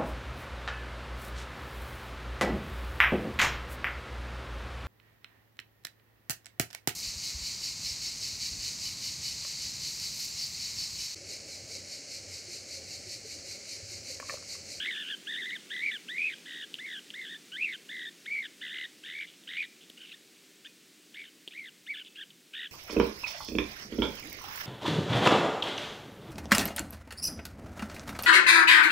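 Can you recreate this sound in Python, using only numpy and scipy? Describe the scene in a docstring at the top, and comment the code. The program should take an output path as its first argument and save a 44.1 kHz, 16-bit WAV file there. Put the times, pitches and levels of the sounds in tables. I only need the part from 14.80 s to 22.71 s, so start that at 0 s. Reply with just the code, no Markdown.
"""An owl at a winter feeder

At night an owl pins a flying squirrel on a seed tray. The squirrel's vocal folds, filtered by throat
and mouth, give arched, fast-trilled squeals that grow sparse and weak. Beak and claws snap, feet scuff
the seed, wings puff, and hanging feeders ring when bumped and in sympathy with the struggle.
Behind lie a distant low roar and the hiss of an outdoor microphone, both slowly sinking."""
import sys
import numpy as np
from scipy import signal
from scipy.fft import rfft, irfft, next_fast_len
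from scipy.io import wavfile
from scipy.ndimage import uniform_filter1d

SR = 44100
rng = np.random.default_rng(int(sys.argv[2]) if len(sys.argv) > 2 else 0)


def store_pcm(level_fs):
    """Save levels as 16-bit WAV."""
    pcm = np.round(np.clip(level_fs, -1, 1) * 32767).astype(np.int16)
    wavfile.write(sys.argv[1], SR, np.atleast_2d(pcm).T)


N = 348831
TIME = np.arange(N) / SR

# sinking background: (time [s], roar level [dB], hiss level at 5.5-9.5 kHz before its trim [dB])
NIGHT_LEVELS = [(0.0, -58, -57.5), (0.22, -58.5, -59), (7.91, -67.5, -68.5)]
# spectra of roar, microphone hiss and amplifier floor: (frequency [Hz], relative density [dB])
ROAR_SPECTRUM = [(25, -55), (55, -53), (78, -40), (105, -25), (135, -10.5), (172, -2), (275, -1),
                 (370, -1.5), (500, -9), (800, -18.5), (1200, -25), (2500, -54), (6000, -85)]
HISS_SPECTRUM = [(60, -29), (700, -19), (1200, -5.5), (1800, 1), (2600, 3), (3500, 2.5), (4500, 1.5),
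                 (6500, -1), (9000, -4.5), (10500, -9.5), (15500, -14.5)]
FLOOR_SPECTRUM = [(100, -14), (3000, -9.5), (10000, -3.5), (15500, -2)]
# likeness of left and right noise: (frequency [Hz], correlation [-1 to 1])
STEREO_CORRELATION = [(6000, 1), (7500, 1), (9000, 1), (11000, -0.13), (15000, -.1)]
# electrical tones: (frequency [Hz], rms level [dB])
ELECTRICAL_TONES = [(306, -73.5), (7800, -81.5), (12960, -82)]
# wing strokes, and scuffs in the seed: (centre time [s], length [s], rms level at the centre [dB])
WING_STROKES = [(6.94, 0.045, -71), (7.03, 0.037, -74), (7.495, 0.035, -63.5), (7.56, 0.028, -67)]
SEED_SCUFFS = [(.795, 0.026, -57), (1.572, 0.041, -56), (1.95, 0.02, -50.5), (4.488, 0.03, -52),
               (4.543, .02, -59), (5.028, 0.027, -53.5), (7.271, 0.018, -46.5), (7.509, .008, -54)]
# sympathetic modes of the hanging feeders: (frequency [Hz], bandwidth [Hz], gain [dB])
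SYMPATHETIC_MODES = [(2250, 16, -7), (2366, 20, -7), (2434, 20, -10), (2501, 20, -8), (2586, 20, -9)]
# knocks on a hanging feeder: (time [s], peak level [dB], ring pitch [Hz])
FEEDER_BUMPS = [(5.866, -43, 2490), (7.225, -51, 2560), (7.249, -49, 2620), (7.277, -46, 2600),
                (7.324, -51, 2600)]
# two close, beating modes and a short bright one: (ratio to ring pitch, bandwidth [Hz], gain [dB])
BUMPED_FEEDER_MODES = [(1, 9, 3), (1.018, 14, -7), (1.31, 120, -7)]
# snaps of beak and claws: (time [s], peak level of the ring [dB], thud re ring [dB], thud pitch [Hz],
# bright tick re ring [dB])
CLAW_SNAPS = [(1.584, -41.5, -7, 480, -1), (1.9415, -23.3, -23, 207, -16), (1.9541, -33, -18, 205, -22),
              (2.3035, -30.5, -28, 230, -12), (2.3084, -32, -17, 230, -19), (4.637, -44, -23, 230, -20),
              (5.0983, -42, -16, 300, -3), (5.101, -36, -8.5, 235, -2), (6.6768, -27.5, -16, 370, -8),
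              (6.682, -34, -19, 260, -17), (6.6845, -35, -19, 370, -22), (7.249, -41, -15, 230, -22),
              (7.504, -44, -21, 230, -20)]
# resonances that colour every snap and scuff: (frequency [Hz], bandwidth [Hz], gain [dB])
SNAP_AND_SCUFF_MODES = [(1860, 370, -14), (2910, 350, 13.5), (3470, 400, 13), (4800, 500, -7), (7300, 1500, -30)]
# wooden tray, its pitch set by where it is struck: (ratio to thud pitch, bandwidth [Hz], gain [dB])
WOOD_MODES = [(1, 130, 2), (2.6, 400, -16), (7, 700, -19)]
# squeals: (start [s], length [s], opening pitch [Hz], crest pitch [Hz], closing pitch [Hz],
# crest position [0-1], roundness [1 pointed, 3 flat-topped], base level [dB], swell start to end [dB],
# trill rate [Hz], base trill depth [share of pitch], whistle before the trill [s], whistle after [s],
# hoarseness [0 clear to about 1])
CRIES = [ (0, .351, 1894, 2062, 1570, .23, 1.1, -35, -1, 82.04, 0.26, 0, .03, 0.55),
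         (.47, 0.3, 1863, 2117, 1525, 0.9, 1.28, -37.5, -2, 81, 0.15, 0.049, 0.02, 0.16),
         (.902, .27, 1850, 2310, 1440, 0.63, 1.6, -37.5, 0.5, 79.7, 0.17, 0.0014, 0.043, .2),
         (1.284, 0.26, 1780, 2500, 1567, .69, 1.52, -40, -4.5, 80.6, 0.22, .07, 0, 0.22),
         (1.657, .193, 2090, 1958, 1658, .15, 1.53, -43, 4, 78, 0.26, 0.0078, 0.017, 0.36),
         (1.985, 0.21, 2054, 2116, 1550, 0.34, 1.23, -42, 2, 75, 0.19, 0.059, 0.033, 0.093),
         (2.338, 0.23, 2105, 2078, 1800, 0.13, 1.14, -42.5, -2, 77.3, .2, 0.046, 0.021, 0.18),
         (2.72, .24, 1530, 2720, 1480, .505, 1.0, -40.7, 1.5, 79.9, 0.19, .06, 0, 0.13),
         (3.089, .204, 2080, 2020, 1862, 0.13, 1.0, -41, 1, 75.2, .19, 0.027, 0.028, .05),
         (3.459, 0.21, 2410, 2270, 1616, .25, 3.2, -40.5, 0, 77.2, .15, .1, 0, .08),
         (3.813, 0.25, 2104, 2023, 1904, .12, 2.5, -39.5, 1, 77, 0.25, 0.0027, 0.013, 0.32),
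         (4.236, 0.22, 1700, 2202, 2050, .8, 1.22, -42.5, 0, 78, .37, 0, .012, .6),
         (4.674, 0.18, 1680, 2290, 1780, .72, 1.56, -40.7, 2, 84, .34, 0, 0.0042, .8),
         (5.173, .177, 1428, 1602, 1874, .8, 1.0, -47, 1.5, 70.8, .3, 0, .03, 1.09),
         (5.848, .027, 1900, 1800, 1810, 0.42, 1.0, -46.5, -5, 85, .3, 0, .012, .45),
         (6.342, .15, 1600, 2230, 1620, .23, 1.5, -47.5, -2, 81.9, .36, 0, 0.021, .85),
         (6.708, .188, 2050, 2220, 1450, .25, 3.6, -48.5, 2.5, 72.5, .13, 0, 0.011, 0.44),
         (7.066, 0.16, 1856, 2328, 1396, .24, 1.52, -42.4, -2.5, 75.7, .25, 0.074, 0.018, 0.55),
         (7.354, 0.085, 1400, 1720, 1550, .66, 1.3, -43, 3, 79, .2, 0.0011, .005, 0.82),
         (7.735, 0.14, 1660, 1805, 1570, 0.8, 1.2, -40.2, 0, 75, .32, 0.0015, 0.014, 0.79), ]
# the voice falters or cracks: (time [s], half-length [s], pitch drop [share], level drop [dB],
# added hoarseness)
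VOICE_FALTERS = [(0.031, 0.019, 0.19, -0.5, 0.49), (0.154, .045, .15, 3, 0), (0.191, .01, 0.065, 1.5, 0.14),
                 (0.257, 0.033, .18, 6.5, 0.022), (0.55, 0.025, 0.12, -1, 0.23),
                 (.64, 0.025, 0.13, -0.5, 0), (0.704, .011, 0.068, 0.5, .1), (0.999, 0.039, .12, -0.5, 0),
                 (1.118, .012, 0.16, -0.5, 0.27), (1.352, 0.031, 0.062, 0.5, 0.08),
                 (1.512, 0.019, .03, 0, 0.21), (1.726, 0.021, 0.075, -0.5, .25),
                 (2.008, 0.021, 0.014, -2, 0.047), (2.135, 0.019, 0.033, -2, 0.27),
                 (2.481, 0.029, 0.19, 1, .3), (2.76, 0.021, .14, -2.5, 0), (2.803, .012, .02, 5, 0),
                 (2.869, .012, 0.027, 3.5, 0.17), (2.931, .018, -0.014, -1, 0.56),
                 (3.23, .025, 0.024, -0.5, 0.075), (3.497, 0.0077, 0.074, -0.5, .1),
                 (3.647, 0.013, 0.056, 0.5, 0.6), (3.901, 0.032, .17, 2, 0.39),
                 (3.979, 0.048, 0.022, -0.5, 0.48), (4.745, 0.021, 0.078, 0.5, .2),
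                 (5.192, .01, 0.011, 10, 0), (5.283, 0.029, 0.18, 6, 0.51), (5.321, .01, .2, -2, .3),
                 (6.471, 0.013, .27, 6.5, .3), (6.722, .02, .33, 0.5, .9), (6.868, .018, .04, 0, .5),
                 (7.07, 0.0057, 0.07, 6.5, 0.77), (7.162, .02, 0.29, -1.5, 0.68),
                 (7.204, .018, 0.051, 1, 0.65), (7.365, 0.017, .05, 2, 0.74)]
# first three harmonics of the vocal folds: (relative level [dB])
HARMONICS_DB = [0, -5.5, -8]
# response of throat and mouth as heard at the microphone: (frequency [Hz], gain [dB])
VOCAL_TRACT = [(1100, -24), (1400, -7.5), (1600, -0.5), (1850, 1.5), (2100, 2.5), (2400, 9.5), (2800, 9),
               (3300, 7.3), (3650, 4), (3900, -5.5), (4130, -19), (4600, -15.5), (5000, -25), (6500, -32)]
# narrow resonances near 2.9 and 3.6 kHz that ring as an overtone sweeps by:
# (frequency [Hz], bandwidth [Hz], gain [dB])
RINGING_MODES = [(2913, 170, -4), (3610, 150, -7)]
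# the voice carries best at the top of its range: (pitch [Hz], gain [dB])
CARRYING_GAIN = [(1400, -2), (1750, -0.5), (2050, -0.05), (2240, 5.5), (2330, 9), (2500, 11)]

WHISTLE_DEPTH = .06   # trill left in a smooth whistle, as a share of the pitch


def from_db(db):
    """Amplitude grows tenfold every 20 dB."""
    return 10 ** (np.asarray(db) / 20)


def rms_one(x):
    """Normalisation to unit power."""
    return x / np.sqrt(np.mean(x ** 2) + 1e-20)


def at_hz(points, hz):
    """Interpolation on a log-frequency axis."""
    f, value = np.transpose(points)
    return np.interp(np.log(np.maximum(hz, 1)), np.log(f), value)


def drift(rate_hz, n):
    """Low-passed noise: n samples of smooth wander with a spread near 1."""
    r = np.exp(-2 * np.pi * rate_hz / SR)
    run_in = SR // 4
    wander = signal.sosfilt([[1, 0, 0, 1, -2 * r, r * r]], rng.standard_normal(n + run_in))
    return rms_one(wander)[run_in:]


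def band(x, low_hz, high_hz, order=2):
    """Butterworth band-pass filtering."""
    return signal.sosfilt(signal.butter(order, [low_hz, high_hz], "band", fs=SR, output="sos"), x)


def resonate(x, modes):
    """Superposition of damped modes (frequency [Hz], bandwidth [Hz], gain [dB]), signs alternating."""
    out = 0
    for k, (hz, width, db) in enumerate(modes):
        r = np.exp(-np.pi * width / SR)
        forward = np.array([1, 0, -1]) * (1 - r * r) / 2
        feedback = [1, -2 * r * np.cos(2 * np.pi * hz / SR), r * r]
        out = out + (-1) ** k * from_db(db) * signal.lfilter(forward, feedback, x + 1e-18)
    return out


def swells(rows):
    """A sum of Gaussian envelopes (centre time [s], length [s], level [dB])."""
    return sum(from_db(db) * np.exp(-2 * ((TIME - s) / length) ** 2) for s, length, db in rows)


def coloured(spectrum):
    """Spectral shaping of mid and side noise; the channels decorrelate only in the treble."""
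    size = next_fast_len(N)
    hz = np.arange(size // 2 + 1) * SR / size
    alike = np.clip(at_hz(STEREO_CORRELATION, hz), -1, 1)
    shaped = rfft(rng.standard_normal((2, size))) * from_db(at_hz(spectrum, hz))
    mid, side = irfft(shaped * np.sqrt([1 + alike, 1 - alike]), size)[:, :N]
    return rms_one(mid + side * [[1], [-1]])


def night(hiss_trim_db=-.3, floor_db=-64.5):
    """Incoherent sources add in power: distant roar, microphone hiss, amplifier floor and faint tones."""
    times, roar_db, hiss_db = np.transpose(NIGHT_LEVELS)
    roar = coloured(ROAR_SPECTRUM) * from_db(np.interp(TIME, times, roar_db))
    hiss = coloured(HISS_SPECTRUM)
    hiss /= np.std(band(hiss.mean(axis=0), 5500, 9500, order=4))
    hiss *= from_db(np.interp(TIME, times, hiss_db) + hiss_trim_db)
    tones = 0
    for hz, db in ELECTRICAL_TONES:
        wavering_hz = hz + np.sqrt(hz) * .117 * drift(8, N)
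        tones += from_db(db) * np.sqrt(2) * np.sin(2 * np.pi * np.cumsum(wavering_hz) / SR)
    return roar + hiss + from_db(floor_db) * coloured(FLOOR_SPECTRUM) + tones


def surroundings(x, near_db=-22, near_t60=.46, far_db=-29, far_t60=.43):
    """Reverberation: scattering from feeders and trees leaves a faint, exponentially decaying tail."""
    t = TIME[:SR]
    decay = sum(from_db(db - 60 * t / t60) * np.sqrt(2 * np.log(1000) / (t60 * SR))
                for db, t60 in [(near_db, near_t60), (far_db, far_t60)])
    scatter = band(rng.standard_normal(SR) * decay * (t > .003), 1500, 4600)
    return signal.fftconvolve(x, scatter)[:N]


def wings(low_hz=122, high_hz=205):
    """Air displaced by soft feathers makes only a dull puff."""
    return swells(WING_STROKES) * rms_one(band(rng.standard_normal(N), low_hz, high_hz, order=5))


def bumps(length_s=.3):
    """Free vibration: a knocked feeder rings on, and its two close modes beat."""
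    out, knock = np.zeros(N), signal.unit_impulse(int(length_s * SR))
    for s, db, hz in FEEDER_BUMPS:
        ring = resonate(knock, [(ratio * hz, width, gain) for ratio, width, gain in BUMPED_FEEDER_MODES])
        at = int(s * SR)
        out[at:at + len(ring)] += (from_db(db) * ring / np.abs(ring).max())[:N - at]
    return out


def scuffs(grains_per_s=1500):
    """Shot noise: feathers and feet in the seed make swells of dense little contacts."""
    grains = rng.standard_normal(N) * (rng.random(N) < grains_per_s / SR)
    return swells(SEED_SCUFFS) * rms_one(resonate(grains, SNAP_AND_SCUFF_MODES))


def snaps(contact_s=.00042, length_s=.06):
    """Impact excitation: a brief blow of beak or claw ticks, rings and drives the modes of the tray."""
    out, t = np.zeros(N), TIME[:int(length_s * SR)]
    push = signal.unit_impulse(len(t))
    for s, db, thud_db, thud_hz, tick_db in CLAW_SNAPS:
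        blow = push + .25 * rng.standard_normal(len(t)) * np.exp(-t / contact_s)
        tray = resonate(push, [(ratio * thud_hz, width, gain) for ratio, width, gain in WOOD_MODES])
        thud = band(tray, 135, 4000, order=3)
        ring = resonate(blow, SNAP_AND_SCUFF_MODES)
        tick = band(blow, 820, 12300)
        at = int(s * SR)
        for part_db, part in [(0, ring), (thud_db, thud), (tick_db, tick)]:
            out[at:at + len(t)] += from_db(db + part_db) * part / np.abs(part).max()
    return out


def gesture(row, t, scoop_from_hz=1400, scoop_s=.0115, trill_fade_s=.012, pivot_hz=2000):
    """Slow modulation of a cry: one arch of pitch that sags and roughens where the voice falters."""
    start, length, open_hz, crest_hz, close_hz, crest, roundness = row[:7]
    db, swell_db, _, depth, lead_s, tail_s, hoarse = row[7:]
    progress = np.clip((t - start) / length, 0, 1)
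    opening = progress < crest
    from_crest = np.where(opening, 1 - progress / crest, (progress - crest) / (1 - crest))
    pitch = crest_hz + (np.where(opening, open_hz, close_hz) - crest_hz) * from_crest ** roundness
    pitch += (scoop_from_hz - pitch) * np.exp(-progress * length / scoop_s)
    pitch *= 1 + .0169 * drift(19.9, len(t))   # never quite steady
    level_db = db + swell_db * (progress - .5)
    for s, half_s, drop, drop_db, crack in VOICE_FALTERS:
        sag = np.exp(-((t - s) / half_s) ** 2)
        pitch *= 1 - drop * sag
        level_db -= drop_db * sag
        hoarse += crack * sag
        depth += .201 * crack * sag   # a crack deepens the trill
    hoarse *= np.maximum(1 + .35 * drift(14, len(t)), 0)   # the rasp comes and goes
    inside_trill_s = np.minimum(t - start - lead_s, start + length - tail_s - t)
    trilling = .5 + .5 * np.tanh(inside_trill_s / trill_fade_s)
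    # a whistle thins near 2115 Hz, where its overtone lies above the resonances
    level_db -= 4.4 * (1 - trilling) * np.exp(-((pitch - 2115) / 120) ** 2)
    depth *= np.minimum(pivot_hz / pitch, 1) ** 2.09   # the trill narrows on high notes
    depth = WHISTLE_DEPTH + trilling * (depth - WHISTLE_DEPTH)
    return pitch, depth, level_db + at_hz(CARRYING_GAIN, pitch), hoarse


def squeal(row, attack_s=.0032, release_s=.0038, lead_in_s=.007, lead_in_db=-15, rasp_db=-27,
           strain_db=4.5, shimmer_db=1.5, pulse_spread_db=1.1, weak_db=-44):
    """Source and filter: the vocal folds, frequency-modulated by a trill, drive throat and mouth."""
    start, length, *_, trill_hz = row[:10]
    end = start + length
    at = np.flatnonzero((TIME > start - 2 * lead_in_s) & (TIME < end + release_s))
    t, n = TIME[at], len(at)
    pitch, depth, level_db, hoarse = gesture(row, t)
    gate = np.clip(np.minimum((t - start) / attack_s, (end - t) / release_s) + 1, 0, 2) / 2
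    # the pitch bounces in quick arches with flat crests and sharp dips, no two alike
    cycles = trill_hz * (t - start + .06 * np.cumsum(drift(25.3, n)) / SR)
    arch = np.abs(np.sin(np.pi * cycles))
    dip = (1 - arch) ** 1.3
    crests, plunges, strengths = np.clip(rng.standard_normal(size=(64, 3)), -2, 2).T
    pulse, nearest_dip = np.floor(cycles).astype(int), np.round(cycles).astype(int)
    trilling = np.clip((depth - WHISTLE_DEPTH) / .046, 0, 1)   # 0: steady folds, a smooth whistle
    trill = depth * (.2 - dip * (1 + .34 * plunges[nearest_dip]))
    trill += .018 * crests[pulse] * arch * trilling
    closing = trilling * (1 - arch ** 2) ** 2
    breaking = hoarse * closing
    # a hoarse voice stalls just ahead of each dip; above 2240 Hz the trill also chops the level
    stall_db = -11 * np.minimum(hoarse, 1) * trilling * np.abs(np.cos(np.pi * (cycles + .08))) ** 9
    chop_db = -5 * closing ** 2 * np.clip((pitch - 2240) / 110, 0, 1)
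    # jitter grows in hoarse dips, at the ends of the cry and where the voice is feeble
    jitter = .007 + .07 * breaking + .105 * (1 - gate)
    jitter += .0045 * hoarse * np.maximum(weak_db - level_db, 0)
    hz = pitch * np.maximum(1 + trill + jitter * drift(493, n), .5)
    phase = 2 * np.pi * np.cumsum(hz) / SR
    voice = 0
    for k, db in enumerate(HARMONICS_DB, 1):
        harmonic_db = db + (k - 1) * hoarse * strain_db + at_hz(VOCAL_TRACT, k * hz)
        voice += from_db(harmonic_db) * np.sin(k * phase)
    voice *= from_db(stall_db + chop_db + shimmer_db * drift(110, n))
    voice = band(voice, 1290, 5500, order=3)
    voice += sum(resonate(voice, [mode]) for mode in RINGING_MODES)
    voice /= np.sqrt(uniform_filter1d(voice ** 2, int(2 * SR / trill_hz)) + 1e-9)   # even out the power
    voice *= from_db(pulse_spread_db * strengths[pulse] * arch * trilling)
    # air rushes through the folds once a cycle, and rasps just before they catch
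    air = rms_one(band(rng.standard_normal(n) * (1 + np.cos(phase)), 2080, 3680, order=3))
    rasp = from_db(rasp_db) * (1 + 6 * breaking) * gate
    lead_in = from_db(lead_in_db) * np.exp(-((t - start) / lead_in_s) ** 2)
    out = np.zeros(N)
    out[at] = (voice * gate + air * (rasp + lead_in)) * from_db(level_db)
    return out


def scene():
    """Superposition: the struggle is straight ahead, alike in both channels, over the stereo night."""
    struggle = sum(squeal(row) for row in CRIES) + snaps() + scuffs()
    sympathetic_ring = resonate(struggle, SYMPATHETIC_MODES)
    knocks = bumps()
    return struggle + sympathetic_ring + knocks + surroundings(struggle + knocks) + wings() + night()


def record(dry):
    """Band limiting: an elliptic low-pass cuts steeply above 15.9 kHz."""
    return signal.sosfilt(signal.ellip(12, .1, 80, 15900, fs=SR, output="sos"), dry)


dry = scene()
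out = record(dry)
store_pcm(out)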